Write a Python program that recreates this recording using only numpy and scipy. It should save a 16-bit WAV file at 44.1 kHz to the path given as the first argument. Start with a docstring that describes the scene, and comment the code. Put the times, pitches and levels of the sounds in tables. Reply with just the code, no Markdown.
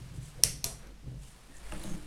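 """Soft booms come first, over a low background: hands push a bottle of fizzy water against a wooden table.
Its plastic screw cap then snaps twice, each time with a short spit of gas. Sleeves rustle and skin rubs,
and the person moves off with one hard knock, three duller thuds and a few ticks, all in a small, bare room.
Clicks set resonances ringing for the hard sounds; shaped noise makes the gas, the cloth and the air."""
import sys
import numpy as np
from scipy import signal
from scipy.fft import rfft, irfft
from scipy.io import wavfile

SR = 44100
rng = np.random.default_rng(int(sys.argv[2]) if len(sys.argv) > 2 else 0)


def dump_mix(stems):
    """Bounce the given channels to the path in sys.argv[1] as a 16-bit WAV at rate SR."""
    frames = np.atleast_2d(stems).T  # one column per channel
    limited = np.clip(frames, -1, 1)  # hard clip at full scale
    pcm = np.round(limited * 32767).astype(np.int16)
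    wavfile.write(sys.argv[1], SR, pcm)


N = 90934  # length in samples, about 2.06 seconds


def from_db(db):
    """Turn decibels into a gain."""
    return 10 ** (np.asarray(db) / 20)


def seconds():
    """Give the time of every sample."""
    return np.arange(N) / SR


def level(points):
    """Follow a curve of (seconds, dB) and return it as a gain."""
    return from_db(np.interp(seconds(), *np.transpose(points)))


def at_hz(points, hz):
    """Read a table between its rows, with frequency on a logarithmic axis."""
    table_hz, value = np.transpose(points)
    return np.interp(np.log(np.maximum(hz, 1)), np.log(table_hz), value)


def noise(spectrum):
    """Colour white noise with a spectrum, then scale it to an rms of 1."""
    hz = np.fft.rfftfreq(N, 1 / SR)
    white = rfft(rng.standard_normal(N))
    coloured = irfft(white * from_db(at_hz(spectrum, hz)), N)
    return coloured / coloured.std()


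def clicks(rows):
    """Place one single-sample click for each row of (seconds, dB, ..)."""
    out = np.zeros(N)
    for start, db, *_ in rows:
        out[int(np.clip(start * SR, 0, N - 1))] += from_db(db)
    return out


def decay_rate(t60):
    """Give the rate per second of a fade that drops 60 dB in t60 seconds."""
    return np.log(1000) / t60


def ring(force, hz, t60):
    """One resonance: a click of height 1 starts a dying sine of height 1."""
    radius = np.exp(-decay_rate(t60) / SR)  # what is left after each sample
    angle = 2 * np.pi * hz / SR
    feedback = [1, -2 * radius * np.cos(angle), radius * radius]
    return signal.lfilter([0, np.sin(angle)], feedback, force + 1e-18)


def body(force, modes):
    """A solid object rings at several resonances at once, added with alternating signs."""
    out = 0
    for k, (hz, db, t60) in enumerate(modes):
        out = out + (-1) ** k * from_db(db) * ring(force, hz, t60)
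    return out


def soften(x, hz):
    """A soft contact pushes more slowly than a hard one, so its treble is cut above hz."""
    lowpass = signal.butter(2, min(hz, .45 * SR), fs=SR, output="sos")
    return signal.sosfilt(lowpass, x + 1e-18)


def stroke(middle, half, db):
    """A smooth swell and fade in level."""
    return from_db(db) * np.exp(-.5 * ((seconds() - middle) / half) ** 2)


# Three layers of background: a steady one, a rumble of stirred air, and a slow sway of air.
# Each row of a LEVEL table: time in seconds, level in dB.
# Each row of a COLOUR table: frequency in Hz, relative strength in dB per Hz.
STEADY_LEVEL = [(0, -52.5), (.4, -54), (.6, -56), (1.0, -56.5), (1.4, -56.5), (2.06, -54)]
STEADY_COLOUR = [(25, 0), (48, -0.5), (75, -16), (130, -8.5), (200, -11.5), (300, -20), (500, -21.5),
                 (850, -25), (1400, -26.5), (2800, -27), (6000, -30.5), (9300, -36.5), (12500, -40),
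                 (16000, -51)]
RUMBLE_LEVEL = [(0, -74), (.38, -54), (.47, -43), (.7, -47.5), (.9, -54.5), (1.2, -52), (1.45, -62),
                (1.68, -49.5), (1.76, -46.5), (1.95, -48), (2.06, -51)]
RUMBLE_COLOUR = [(20, -6), (35, -8), (50, 5.5), (68, -13), (120, -21), (250, -20.5), (700, -45),
                 (4000, -77)]
SWAY_LEVEL = [(0, -58), (1.45, -58.5), (1.66, -47.5), (1.75, -38), (2.06, -39.5)]
SWAY_COLOUR = [(5, -10.5), (10, -1.5), (20, -10), (40, -26.5), (150, -69.5), (1000, -110)]


def background():
    """Three coloured noises, each following its own level; the sway grows as the person moves off."""
    steady = level(STEADY_LEVEL) * noise(STEADY_COLOUR)
    rumble = level(RUMBLE_LEVEL) * noise(RUMBLE_COLOUR)
    sway = level(SWAY_LEVEL) * noise(SWAY_COLOUR)
    return steady + rumble + sway


# Hands push the bottle against the table. Each row: start in seconds, level in dB.
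TABLE_PUSHES = [(.002, -39.5), (.018, -44.5), (.075, -49.5), (.098, -43), (.140, -39.5), (.172, -35.5),
                (.205, -61), (.365, -42.5), (.437, -34.5), (.484, -43.5), (.643, -37), (1.03, -45.5),
                (1.056, -37), (1.071, -37.5), (1.112, -45.5), (1.128, -45.5), (1.22, -63)]
# Resonances of the table top. Each row: frequency in Hz, level in dB, time to fade by 60 dB in seconds.
TABLE_MODES = [(49.83, -10, 0.73), (98.4, -4.5, 0.14), (126.6, -4.5, 0.26), (148.2, -3.5, 0.27),
               (174.7, -9.5, 0.18), (224.2, -18, .06), (285.8, -12.5, 0.11), (370, -18, .1)]
PUSH_SOFTNESS_HZ = 493


def table():
    """Soft pushes set the table top booming at its own low resonances."""
    return body(soften(clicks(TABLE_PUSHES), PUSH_SOFTNESS_HZ), TABLE_MODES)


# Rustle of the moving body. Each row: time in seconds, level in dB.
RUSTLE_LEVEL = [(0, -61), (.2, -67), (.32, -61.5), (.40, -60), (.55, -69), (.8, -63), (.98, -72.5),
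                (1.4, -61), (1.58, -60.5), (1.68, -53), (1.84, -50), (1.95, -53.5), (2.06, -58)]
# Its colour. Each row: frequency in Hz, relative strength in dB per Hz.
RUSTLE_COLOUR = [(150, -8), (400, 3), (900, 1), (1900, -2), (3500, -6), (6500, -10.5), (9300, -4.5),
                 (12500, -17), (16000, -27.5)]
# Sleeves brush. Each row: middle in seconds, half length in seconds, level in dB.
SLEEVE_STROKES = [(0.163, 0.016, -60.5), (0.262, 0.036, -56), (1.274, 0.052, -59.5), (1.57, 0.025, -59.5),
                  (1.885, 0.046, -57)]
# Their colour. Each row: frequency in Hz, relative strength in dB per Hz.
SLEEVE_COLOUR = [(1500, -27), (3000, -11), (5000, -14), (8000, -6), (10000, -8.5), (12500, -21),
                 (16000, -31)]


def clothes():
    """Cloth friction is noise: bright sleeve strokes over a duller rustle, both fluttering in level."""
    sleeves = sum(stroke(*row) for row in SLEEVE_STROKES) * noise(SLEEVE_COLOUR)
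    rustle = level(RUSTLE_LEVEL) * noise(RUSTLE_COLOUR)
    return (sleeves + rustle) * cloth_flutter()


FLUTTER_DB, FLUTTER_HZ = 1.5, 115  # typical size of the level changes, and their top speed


def cloth_flutter():
    """Cloth catches and slides: a quick random flutter of level, with an rms gain of 1."""
    wobble = soften(rng.standard_normal(N), FLUTTER_HZ)
    gain = from_db(FLUTTER_DB * wobble / wobble.std())
    return gain / np.sqrt(np.mean(gain ** 2))


# Skin and cloth rub, each in a narrow band.
# Each row: middle in seconds, half length in seconds, level in dB, band centre in Hz, band width in Hz.
RUBS = [(0.398, 0.019, -55, 442, 220), (0.702, 0.031, -55, 840, 700), (0.846, 0.042, -60.5, 1400, 1800),
        (0.866, 0.061, -59.5, 370, 320), (1.109, 0.04, -55, 328, 268), (1.262, .018, -65.5, 3000, 300),
        (1.511, 0.021, -58, 286, 110), (1.565, .045, -63, 1800, 190), (1.662, 0.023, -66, 2040, 404),
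        (1.744, .016, -50.5, 1400, 2010), (1.899, 0.035, -55.5, 6480, 330)]


def rubs():
    """Friction makes noise, and each rub lets through one band of it."""
    out = 0
    for middle, half, db, hz, width in RUBS:
        edges = [max(hz - width / 2, 20), hz + width / 2]
        bandpass = signal.butter(2, edges, "band", fs=SR, output="sos")
        friction = signal.sosfilt(bandpass, rng.standard_normal(N))
        out = out + stroke(middle, half, db) * friction / friction.std()
    return out


# The cap snaps. Each row: start in seconds, level of the crack in dB, level of the gas in dB.
SNAPS = [(0.4365, 1.5, -30), (0.643, -11.5, -34.5)]
# Small slips of the cap round the snaps. Each row: start in seconds, level in dB.
SLIPS = [(.4340, -35), (.6418, -20.5), (.6447, -29), (.8715, -45.5)]
# Resonances of cap and neck. Each row: frequency in Hz, level in dB while tight,
# level in dB once loosened, time to fade by 60 dB in seconds.
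CAP_MODES = [(730, -39, -19, 0.0036), (1968, -19, -21, 0.0073), (2730, -13, -12, 0.0032),
             (3450, -20.5, -13, 0.0027), (4275, -15.5, -8, 0.0087), (5470, 0.5, -5.5, 0.0043),
             (6220, -2.5, -3.5, 0.0051), (8170, -3.5, -7.5, 0.0025), (9910, 0.5, -10, 0.0031),
             (11500, -10, -9, 0.0051), (12200, -26, -12, 0.0058), (14960, -10, -18, 0.0016)]
LOOSE_FROM_S = .6


def cap():
    """The cap sticks and lets go with a crack, and its resonances are balanced differently once loose."""
    force = clicks(SNAPS) + clicks(SLIPS)
    loose = seconds() > LOOSE_FROM_S
    tight_modes = [(hz, tight_db, t60) for hz, tight_db, _, t60 in CAP_MODES]
    loose_modes = [(hz, loose_db, t60) for hz, _, loose_db, t60 in CAP_MODES]
    return body(force * ~loose, tight_modes) + body(force * loose, loose_modes)


# The bottle is jolted. Each row: start in seconds, level in dB.
JOLTS = [(.4365, -60.5), (.6435, -45)]
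# Resonances of the bottle wall. Each row: frequency in Hz, level in dB, time to fade by 60 dB in seconds.
BOTTLE_MODES = [(415, -9.5, .13), (665, -1, .09), (790, -8, .1), (964, -2.5, 0.19), (1200, -6, .12),
                (2750, -8, 0.2), (3560, -7, .2), (5630, -4, .25), (5770, -1, 0.44)]


def bottle():
    """Two jolts set the bottle wall ringing faintly, for longer than the cap."""
    return body(clicks(JOLTS), BOTTLE_MODES)


# Colour of the escaping gas. Each row: frequency in Hz, relative strength in dB per Hz.
GAS_COLOUR = [(500, -5.5), (1000, -16), (1400, -12.5), (2200, -10), (3500, -8.5), (4700, -5.5), (5800, 0),
              (7000, -3.5), (9500, 1.5), (11500, -5.5), (13000, -16.5), (16000, -33)]
GAS_RISE_S, GAS_T60_S = 0.0017, 0.32  # time constant of the rise; time to fade by 60 dB


def gas():
    """Each snap lets out a spit of gas: noise that rises fast and dies with the pressure."""
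    flow = 0
    for start, _, gas_db in SNAPS:
        age = np.maximum(seconds() - start, 0)
        rise = 1 - np.exp(-age / GAS_RISE_S)
        flow = flow + from_db(gas_db) * rise * np.exp(-decay_rate(GAS_T60_S) * age)
    return flow * noise(GAS_COLOUR)


# Light ticks of clothing.
# Each row: start in seconds, level in dB, pitch in Hz, time to fade by 60 dB in seconds.
TICKS = [(1.569, -43, 7100, 0.01), (1.7229, -32, 8300, 0.0023), (1.7368, -39.5, 9300, 0.018),
         (1.796, -42, 10000, 0.019), (1.816, -46, 4140, 0.014), (1.817, -43, 11000, 0.0018),
         (1.834, -40, 10200, .005), (1.836, -44, 7050, 0.011), (1.838, -36, 13000, .002),
         (1.839, -35.5, 3860, 0.0068), (1.8401, -33.5, 9500, 0.003)]


def ticks():
    """Tiny hard contacts, each ringing briefly at a pitch of its own."""
    return sum(ring(clicks([(start, db)]), hz, t60) for start, db, hz, t60 in TICKS)


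# Knocks as the person moves off.
# Each row: start in seconds, level in dB, contact softness as a treble limit in Hz.
KNOCKS = [(1.7219, -42, 4460), (1.8428, -38, 446), (1.877, -39, 335), (1.906, -42.5, 283)]
# Resonances of the knocked wood. Each row: frequency in Hz, level in dB, time to fade by 60 dB in seconds.
WOOD_MODES = [(86.5, -15, 0.064), (131, -6.5, 0.14), (168, -9, 0.31), (200, -4, 0.11), (296.6, -4, 0.16),
              (334.4, -2.5, 0.11), (491, -10, 0.078), (608, 0, .08), (856, -1.5, 0.07), (1240, 1, 0.035),
              (1660, 5.5, 0.018), (2780, 8, 0.014)]


def knocks():
    """One hard knock on wood, then duller thuds, because softer contacts excite less treble."""
    force = sum(soften(clicks([(start, db)]), hz) for start, db, hz in KNOCKS)
    return body(force, WOOD_MODES)


# Colour of the reflections. Each row: frequency in Hz, level in dB against the direct sound.
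ROOM_COLOUR = [(100, 7.5), (500, 8), (1000, -9), (2200, -9.5), (3500, -10), (5500, -20), (7000, -18.5),
               (9500, -17), (11500, -20), (13500, -25.5), (16000, -25)]
# How long they last. Each row: frequency in Hz, time to fade by 60 dB in seconds.
ROOM_T60 = [(100, 0.57), (700, 0.39), (2500, 0.44), (6000, 0.48), (10000, 0.23), (14000, 0.21)]
FIRST_WALL_S, BUILD_UP_S = 0.0013, 0.0046  # delay of the first reflection; time to reach full density


def room(x):
    """Walls return a blur of reflections that builds up quickly and dies away band by band."""
    t, hz = seconds(), np.fft.rfftfreq(N, 1 / SR)
    edges = np.geomspace(40, 18000, 28)  # band edges in Hz
    white = rfft(rng.standard_normal(N))
    build_up = np.clip((t - FIRST_WALL_S) / BUILD_UP_S, 0, 1)
    response = 0
    for low, high in zip(edges, edges[1:]):
        centre = np.sqrt(low * high)
        decay = build_up * np.exp(-decay_rate(at_hz(ROOM_T60, centre)) * t)
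        band = irfft(white * ((hz >= low) & (hz < high)), N)
        gain = from_db(at_hz(ROOM_COLOUR, centre))
        response = response + band * decay / np.linalg.norm(decay) * gain
    return signal.fftconvolve(x, response)[:N]


TABLE_ROOM_DB, WOOD_ROOM_DB = -9, -2.5  # how much of each is sent into the room


def scene():
    """Add all sources, the reflections of the solid ones, and the background."""
    boom, wood = table(), knocks()
    near = cap() + bottle() + ticks()
    reflections = room(near + from_db(TABLE_ROOM_DB) * boom + from_db(WOOD_ROOM_DB) * wood)
    direct = near + boom + wood + gas() + clothes() + rubs()
    return (direct + reflections + background())[None]


CUTOFF_HZ = 16600


def record(dry):
    """Loud peaks are rounded off smoothly, then everything above the cutoff is removed."""
    top = .9  # the rounded peaks stay below this height
    rounded = top * np.tanh(dry / top)
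    lowpass = signal.ellip(12, .2, 90, CUTOFF_HZ, fs=SR, output="sos")
    return signal.sosfilt(lowpass, rounded)


dry = scene()
out = record(dry)
dump_mix(out)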